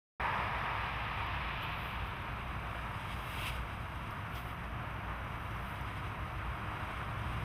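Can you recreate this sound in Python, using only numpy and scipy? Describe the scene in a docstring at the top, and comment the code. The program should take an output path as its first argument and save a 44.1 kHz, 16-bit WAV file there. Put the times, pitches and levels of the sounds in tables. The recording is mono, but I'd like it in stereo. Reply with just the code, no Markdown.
"""Smoke canister on an outdoor path

Gas hisses and surges through the nozzle; slag sizzles, the charge crackles and spits now and then.
A car's tyres roll away on the left, leaving the wash, rumble and engine drone of distant traffic.
A small camera adds faint hiss, motor whine and drive ticks, a few louder. Sound starts abruptly at 0.2 s."""
import sys
import numpy as np
from scipy import signal
from scipy.fft import rfft, irfft
from scipy.io import wavfile

SR = 44100
rng = np.random.default_rng(int(sys.argv[2]) if len(sys.argv) > 2 else 0)


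def int16_out(signal):
    """Quantize to a 16-bit WAV file."""
    q = np.round(np.clip(np.atleast_2d(signal).T, -1, 1) * 32767)
    wavfile.write(sys.argv[1], SR, q.astype(np.int16))


N = 328104
START_S = 0.197
TIME_S = np.arange(N) / SR
BINS_HZ = np.maximum(np.fft.rfftfreq(N, 1 / SR), 1)


def from_db(db):
    """Decibels to gain."""
    return 10 ** (np.asarray(db) / 20)


def unit_rms(x):
    """Scale to rms 1."""
    return x / np.sqrt(np.mean(x ** 2) + 1e-20)


def over_time(rows):
    """Each column of a curve, per sample."""
    t_s, *columns = np.transpose(rows)
    return [np.interp(TIME_S, t_s, c) for c in columns]


def over_hz(rows):
    """Each column of a spectrum, per bin."""
    hz, *columns = np.transpose(rows)
    return [np.interp(np.log(BINS_HZ), np.log(hz), c) for c in columns]


def colour(rows):
    """Gain per bin; falls 36 dB/octave beyond the table's ends."""
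    outside = np.minimum(BINS_HZ / rows[0][0], 1) * np.minimum(rows[-1][0] / BINS_HZ, 1)
    return from_db(over_hz(rows)[0]) * outside ** 6


def white():
    """Spectrum of white noise."""
    return rfft(rng.standard_normal(N))


def drift(rate_hz):
    """Low-passed random wander, rms 1."""
    return unit_rms(irfft(white() / (1 + (BINS_HZ / rate_hz) ** 2), N))


def resonance(hz, width_hz):
    """Response of one mode, peak 1."""
    return 1 / (1 + 1j * (BINS_HZ ** 2 - hz ** 2) / (BINS_HZ * width_hz))


def band_noise(hz, width_hz):
    """Noise through a resonance twice, rms 1."""
    return unit_rms(irfft(white() * resonance(hz, width_hz) ** 2, N))


def stereo(mid, side):
    """Mid and side spectra to left and right signals, mid rms 1."""
    mid, side = irfft(mid, N), irfft(side, N)
    return np.array([mid + side, mid - side]) / np.std(mid)


def open_air(spectrum, response=1):
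    """Diffuse coloured noise, near mono in the bass."""
    # stereo width: f/Hz, side over mid/dB
    width = [(60, -39), (150, -26.5), (280, -13.5), (450, -9), (750, -4.5), (1200, -8.5), (1700, -7.5),
             (2400, -12.5), (3200, -23), (4000, 0), (4500, -6), (5000, 0.5), (7300, 6.5), (8500, -12),
             (15000, -75)]
    gain = colour(spectrum) * response
    return stereo(gain * white(), gain * from_db(over_hz(width)[0]) * white())


def split(x, hz):
    """Complementary low and high bands."""
    low = irfft(rfft(x) / (1 + (BINS_HZ / hz) ** 12), N)
    return low, x - low


def decay(kicks, decay_s):
    """Exponential envelope after each kick."""
    return signal.lfilter([1], [1, -np.exp(-1 / (decay_s * SR))], kicks + 1e-18)


def nozzle_flow(burn_sizzle_db=-10.5, roundness=0.24):
    """Gas and sizzle gains: steady burn plus surges as pressure builds behind slag and lets go."""
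    # gas from the steady burn: t/s, relative level/dB
    burn_curve = [(0.2, -71.5), (0.55, -74), (1.45, -78), (2.55, -75), (3.05, -71), (3.65, -73.5),
                  (3.9, -73), (4.6, -76.5), (5.05, -77.5), (5.9, -72), (6.3, -75.5), (6.93, -72),
                  (7.11, -72), (7.25, -72), (7.44, -69.5)]
    # pressure surges: peak t/s, relative gas level/dB, sizzle level/dB, rise/s, fall/s
    surges = [ (1.63, -81, -60, 0.006, 0.016), (1.865, -80, -63.5, 0.115, 0.06),
              (2.07, -82, -69.5, 0.02, 0.022), (2.76, -81, -74, 0.07, 0.04), (2.92, -84, -73, 0.022, 0.015),
              (3.135, -67.5, -75, 0.072, 0.06), (3.29, -68, -65, 0.092, 0.05),
              (3.425, -63, -61, 0.13, 0.05), (3.484, -56.5, -60, 0.077, 0.021),
              (3.562, -65, -67, 0.07, 0.014), (4.12, -75, -72.5, 0.018, 0.012),
              (4.376, -69, -60, 0.034, 0.043), (4.485, -76, -66, 0.06, 0.045), (5.45, -79, -73, 0.1, 0.07),
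              (5.71, -89, -67.5, 0.12, 0.055), (7.32, -74, -76, 0.04, 0.03), ]
    burn = from_db(over_time(burn_curve)[0])
    gas_power, sizzle_power = burn ** 2, (burn * from_db(burn_sizzle_db)) ** 2
    for peak_s, gas_db, sizzle_db, rise_s, fall_s in surges:
        from_peak = np.maximum((peak_s - TIME_S) / rise_s, (TIME_S - peak_s) / fall_s).clip(max=20)
        surge = np.exp(roundness - np.hypot(from_peak, roundness))
        gas_power += (from_db(gas_db) * surge) ** 2
        sizzle_power += (from_db(sizzle_db) * surge) ** 2
    return np.sqrt(gas_power), np.sqrt(sizzle_power)


def ground_echo(gain=0.24, delay_s=0.00183, cutoff_hz=6500):
    """One bounce off the asphalt combs the spectrum."""
    return 1 + gain * np.exp(-2j * np.pi * BINS_HZ * delay_s) / (1 + (BINS_HZ / cutoff_hz) ** 4)


def smoke_jet(gas, sizzle, gas_gain_db=16.0, flutter_db=1.16, sputter_db=0.5, sizzle_side_db=-12.0):
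    """Turbulent gas hisses and whistles faintly, brighter as it quickens; slag sizzles on top."""
    # jet spectrum: f/Hz, relative density/dB
    spectrum = [(900, -20), (1900, 15.5), (2200, 23), (3000, 22), (3850, 13), (4400, 2), (4950, 3),
                (5500, 1.5), (6900, -3), (7550, -8), (8100, 4), (8700, 3.5), (11000, 1), (15500, -8)]
    # nozzle modes: f/Hz, width/Hz, gain/dB
    modes = [(3870, 94, -12), (4965, 150, -5)]
    neutral_gas_db, brightening = -76, 0.067
    whistle = 1 + sum(from_db(db) * resonance(hz, width_hz) for hz, width_hz, db in modes)
    body, top = split(open_air(spectrum, whistle * ground_echo()), hz=12200)
    lows, highs = split(body, hz=3800)
    body = highs + lows * (from_db(neutral_gas_db) / gas) ** brightening
    body *= from_db(gas_gain_db + flutter_db * drift(rate_hz=18))
    # short waves reach the two microphone ports unevenly
    side = from_db(sizzle_side_db) * band_noise(hz=14000, width_hz=3900)
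    top = unit_rms(top) + side * [[1], [-1]]
    top = unit_rms(top * from_db(sputter_db * drift(rate_hz=140)))
    return gas * body + sizzle * top


def crackle(gas, sizzle, level_db=-72):
    """The burning charge ticks at random, more often as sizzle gains on gas."""
    rate_hz = 35 * sizzle / gas
    kicks = (rng.random(N) < rate_hz / SR) * from_db(level_db + 2 * rng.standard_normal(N))
    noise = unit_rms(irfft(resonance(hz=12000, width_hz=2000) * white(), N))
    return decay(kicks, decay_s=0.003) * noise


def car_path(start_m=10.5, speed_m_per_s=14.3, screened_s=1.68):
    """Roar falls with distance, hiss grows a little; both fade once trees and slope screen the car."""
    # swells of the roar: t/s, gain/dB
    swells = [(0.2, -0.5), (0.3, 1), (0.45, 0), (0.68, 1), (0.85, -0.7), (1.08, 0), (1.3, 1.5), (1.55, 0)]
    hiss_rise_db_per_s, roar_loss_db_per_s, hiss_loss_db_per_s = 2.15, 12.5, 15.5
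    driven_s = np.maximum(TIME_S - START_S, 0)
    hidden_s = np.maximum(TIME_S - screened_s, 0)
    spreading_db = 20 * np.log10(1 + speed_m_per_s * driven_s / start_m)
    roar_db = -35 + over_time(swells)[0] - spreading_db - roar_loss_db_per_s * hidden_s
    hiss_db = -51 + hiss_rise_db_per_s * driven_s - hiss_loss_db_per_s * hidden_s
    bearing = np.clip(0.42 - 0.11 * driven_s, 0, 1)  # 0 ahead, 1 hard left
    return roar_db, hiss_db, bearing


def car(direct_share=0.76, ground_db_per_s=5.0, air_db_per_s=6.5, flutter_db=0.45):
    """Receding tyre noise swings from left to centre; soft ground absorbs its lows, air its highs."""
    # tyre spectrum: f/Hz, relative density/dB
    spectrum = [(200, -24), (450, -12.5), (720, -7.7), (835, -7), (915, -2), (980, -3), (1260, -4),
                (1450, -14), (1650, -7), (2050, -8.5), (2450, -4.5), (2780, -6.5), (3000, -10), (3700, -15),
                (4450, -25), (5050, -23.5), (5350, -25.5), (5950, -32.5), (7000, -72)]
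    # arrival from the left: f/Hz, side over mid/dB, phase lead/rad
    from_left = [(200, -1, 2.2), (500, 3.5, 1.4), (900, 5, 0.5), (1350, 4.5, 0.6), (1550, 6, -2),
                 (2000, -1, 1.3), (2800, -1, 1.5), (3600, 3, 2.3), (4400, 15, 2), (5030, 4, 0),
                 (6540, 38.5, 1.5)]
    roar_db, hiss_db, bearing = car_path()
    side_db, lead_rad = over_hz(from_left)
    tyres, gain = white(), colour(spectrum)
    direct = np.sqrt(direct_share) * np.exp(1j * lead_rad) * tyres
    tree_scatter = np.sqrt(1 - direct_share) * white()
    hard_left = stereo(gain * tyres, gain * from_db(side_db) * (direct + tree_scatter))
    mid = hard_left.mean(axis=0)
    roar, hiss = split(mid + bearing * (hard_left - mid), hz=2144)
    lows, tread = split(roar / np.std(roar.mean(axis=0)), hz=700)
    swish, highs = split(hiss / np.std(hiss.mean(axis=0)), hz=4470)
    roar = from_db(roar_db) * (tread + from_db(-ground_db_per_s * TIME_S) * lows)
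    hiss = from_db(hiss_db) * (swish + from_db(-air_db_per_s * TIME_S) * highs)
    return from_db(flutter_db * drift(rate_hz=16)) * (roar + hiss)


def traffic_wash(waver_db=0.5, pan_db=0.3, left_lag_s=0.00003):
    """Tyres on far roads swell and ebb, slightly to the right."""
    # wash spectrum: f/Hz, relative density/dB
    spectrum = [(250, -5.5), (430, -8), (560, -6.5), (690, -2.5), (840, -3.2), (970, 1.1), (1250, 0.6),
                (1500, -2.5), (2000, -7.5), (2250, -7.5), (2850, -12.5), (3700, -26.5), (4450, -33.5),
                (7500, -58)]
    # traffic flow: t/s, level/dB
    flow = [(0.2, -45), (1.7, -45), (2.5, -44), (2.92, -43.5), (3.1, -45), (3.22, -44.5), (3.5, -44),
            (3.82, -46), (4.08, -45), (4.7, -45), (4.92, -44), (5.38, -45), (5.65, -44.5), (5.87, -44.5),
            (6.13, -44), (6.28, -45), (6.75, -43), (7.44, -44)]
    level_db = over_time(flow)[0] + waver_db * drift(rate_hz=15)
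    left, right = from_db(level_db) * open_air(spectrum)
    left = np.interp(TIME_S - left_lag_s, TIME_S, left)
    return np.array([from_db(-pan_db) * left, from_db(pan_db) * right])


def traffic_rumble(flutter_db=0.64):
    """Low noise of far roads, swelling at the end."""
    # rumble spectrum: f/Hz, relative density/dB
    spectrum = [(15, -25), (28, -11), (45, -12), (59, 5.5), (69, -5), (88, -5), (102, 0.5), (122, -4),
                (140, -7), (218, -13), (245, -21), (330, -23.5), (480, -33.5)]
    # rumble envelope: t/s, level/dB
    envelope = [(0.2, -42.5), (2.4, -43), (7.0, -42.5), (7.44, -38)]
    level_db = over_time(envelope)[0] + flutter_db * drift(rate_hz=11)
    return from_db(level_db) * open_air(spectrum)


def camera(hiss_db=-75.0):
    """Steady self-noise and a thin motor whine."""
    # hiss spectrum: f/Hz, relative density/dB
    spectrum = [(4000, -23), (6000, 19), (7400, -18), (8300, 9.5), (12500, 17), (14300, 17), (15300, -11)]
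    # motor tones: f/Hz, width/Hz, level/dB
    tones = [(628, 17, -67.5), (711.6, 7, -63.5)]
    whine = sum(from_db(db) * band_noise(hz, width_hz) for hz, width_hz, db in tones)
    return from_db(hiss_db) * open_air(spectrum) + whine


def camera_drive(turn_hz=26.4, whirr_db=-78, tick_db=-60.2):
    """The drive whirrs and ticks once a turn, uneven in strength, ringing the casing."""
    # casing modes: f/Hz, width/Hz, left gain, right gain
    modes = [(5830, 430, 0.43, -0.9), (11700, 1300, 0.16, 0.42)]
    new_turn = np.diff(np.floor(TIME_S * turn_hz + 0.5), prepend=0)
    ticks = decay(new_turn * from_db(tick_db + 2 * rng.standard_normal(N)), decay_s=0.0022)
    casing = sum(band_noise(hz, width_hz) * [[left], [right]] for hz, width_hz, left, right in modes)
    return casing * (from_db(whirr_db) + ticks)


def bright_bursts():
    """Short bright ticks and spits, from sparks or the camera drive, each with a brief ring."""
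    # bursts: t/s, noise level/dB, decay/s, ring f/Hz, ring width/Hz, ring gain/dB, left over right/dB
    ticks_and_spits = [ (1.152, -66.5, 0.003, 5400, 900, -8, 0), (1.263, -62, 0.005, 5400, 900, -8, 4),
                       (1.622, -65.5, 0.018, 3100, 450, 30, 0), (2.159, -65.5, 0.003, 5400, 900, -6, 1.5),
                       (2.222, -59.5, 0.002, 5400, 900, -12, 3), (2.494, -62, 0.002, 5400, 900, -3, 3),
                       (3.737, -58.5, 0.002, 4800, 900, -2, -5), (3.96, -64, 0.003, 5400, 900, -6, 0),
                       (4.108, -61, 0.005, 5400, 900, 5, 0), (4.126, -63, 0.006, 5400, 900, -8, 0),
                       (4.351, -67.5, 0.036, 4700, 3800, 8.5, 0), (4.353, -72, 0.022, 3200, 400, 27, 10),
                       (5.508, -64.5, 0.003, 5800, 700, 9, 0), (5.518, -69, 0.003, 5800, 700, 11, 0),
                       (5.565, -69, 0.005, 5700, 700, 10, 0), (5.81, -58, 0.004, 5900, 700, 6, 0),
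                       (6.333, -65, 0.003, 5800, 700, 0, 0), ]
    bright = resonance(hz=12600, width_hz=2100)
    bright_rms = np.sqrt(np.mean(np.abs(bright) ** 2))
    out = np.zeros((2, N))
    for t_s, level_db, decay_s, ring_hz, width_hz, ring_db, left_db in ticks_and_spits:
        ring = from_db(ring_db) * resonance(ring_hz, width_hz) ** 2
        burst = irfft((bright + ring) * white(), N) / bright_rms
        gain = from_db(level_db + left_db * np.array([[0.5], [-0.5]]))
        envelope = (TIME_S >= t_s) * np.exp(-np.abs(TIME_S - t_s) / decay_s)
        out += gain * burst * envelope
    return out


def far_engine(pitch_wander=0.0074):
    """One engine's wavering drone slowly emerges from the traffic."""
    # engine tone: t/s, f/Hz, level/dB
    drone = [(0.2, 330, -87), (4.4, 324.3, -68), (5.1, 306.6, -60.5), (6.2, 310.9, -61),
             (7.44, 310.3, -58.5)]
    hz, level_db = over_time(drone)
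    cycles = np.cumsum(hz * (1 + pitch_wander * drift(rate_hz=23.5))) / SR
    return from_db(level_db) * np.sin(2 * np.pi * cycles)


def scene():
    """Canister in front, roads behind, camera close by."""
    gas, sizzle = nozzle_flow()
    foreground = smoke_jet(gas, sizzle) + crackle(gas, sizzle) + bright_bursts()
    roads = car() + traffic_wash() + traffic_rumble() + far_engine()
    return foreground + roads + camera() + camera_drive()


def record(dry, fade_in_s=0.0033, cutoff_hz=15450):
    """The microphone housing rings a little; abrupt onset, steep low-pass."""
    # housing modes: f/Hz, width/Hz, gain/dB
    modes = [(930, 24, -13), (1080, 32, -21), (1260, 35, -16), (2360, 260, -20), (4910, 145, -3)]
    housing = sum(from_db(db) * resonance(hz, width_hz) for hz, width_hz, db in modes)
    ring = irfft(housing * rfft(dry.mean(axis=0)), N)
    onset = np.clip((TIME_S - START_S) / fade_in_s, 0, 1)
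    lowpass = signal.ellip(10, 0.1, 70, cutoff_hz, fs=SR, output="sos")
    return signal.sosfilt(lowpass, (dry + ring) * onset)


dry = scene()
out = record(dry)
int16_out(out)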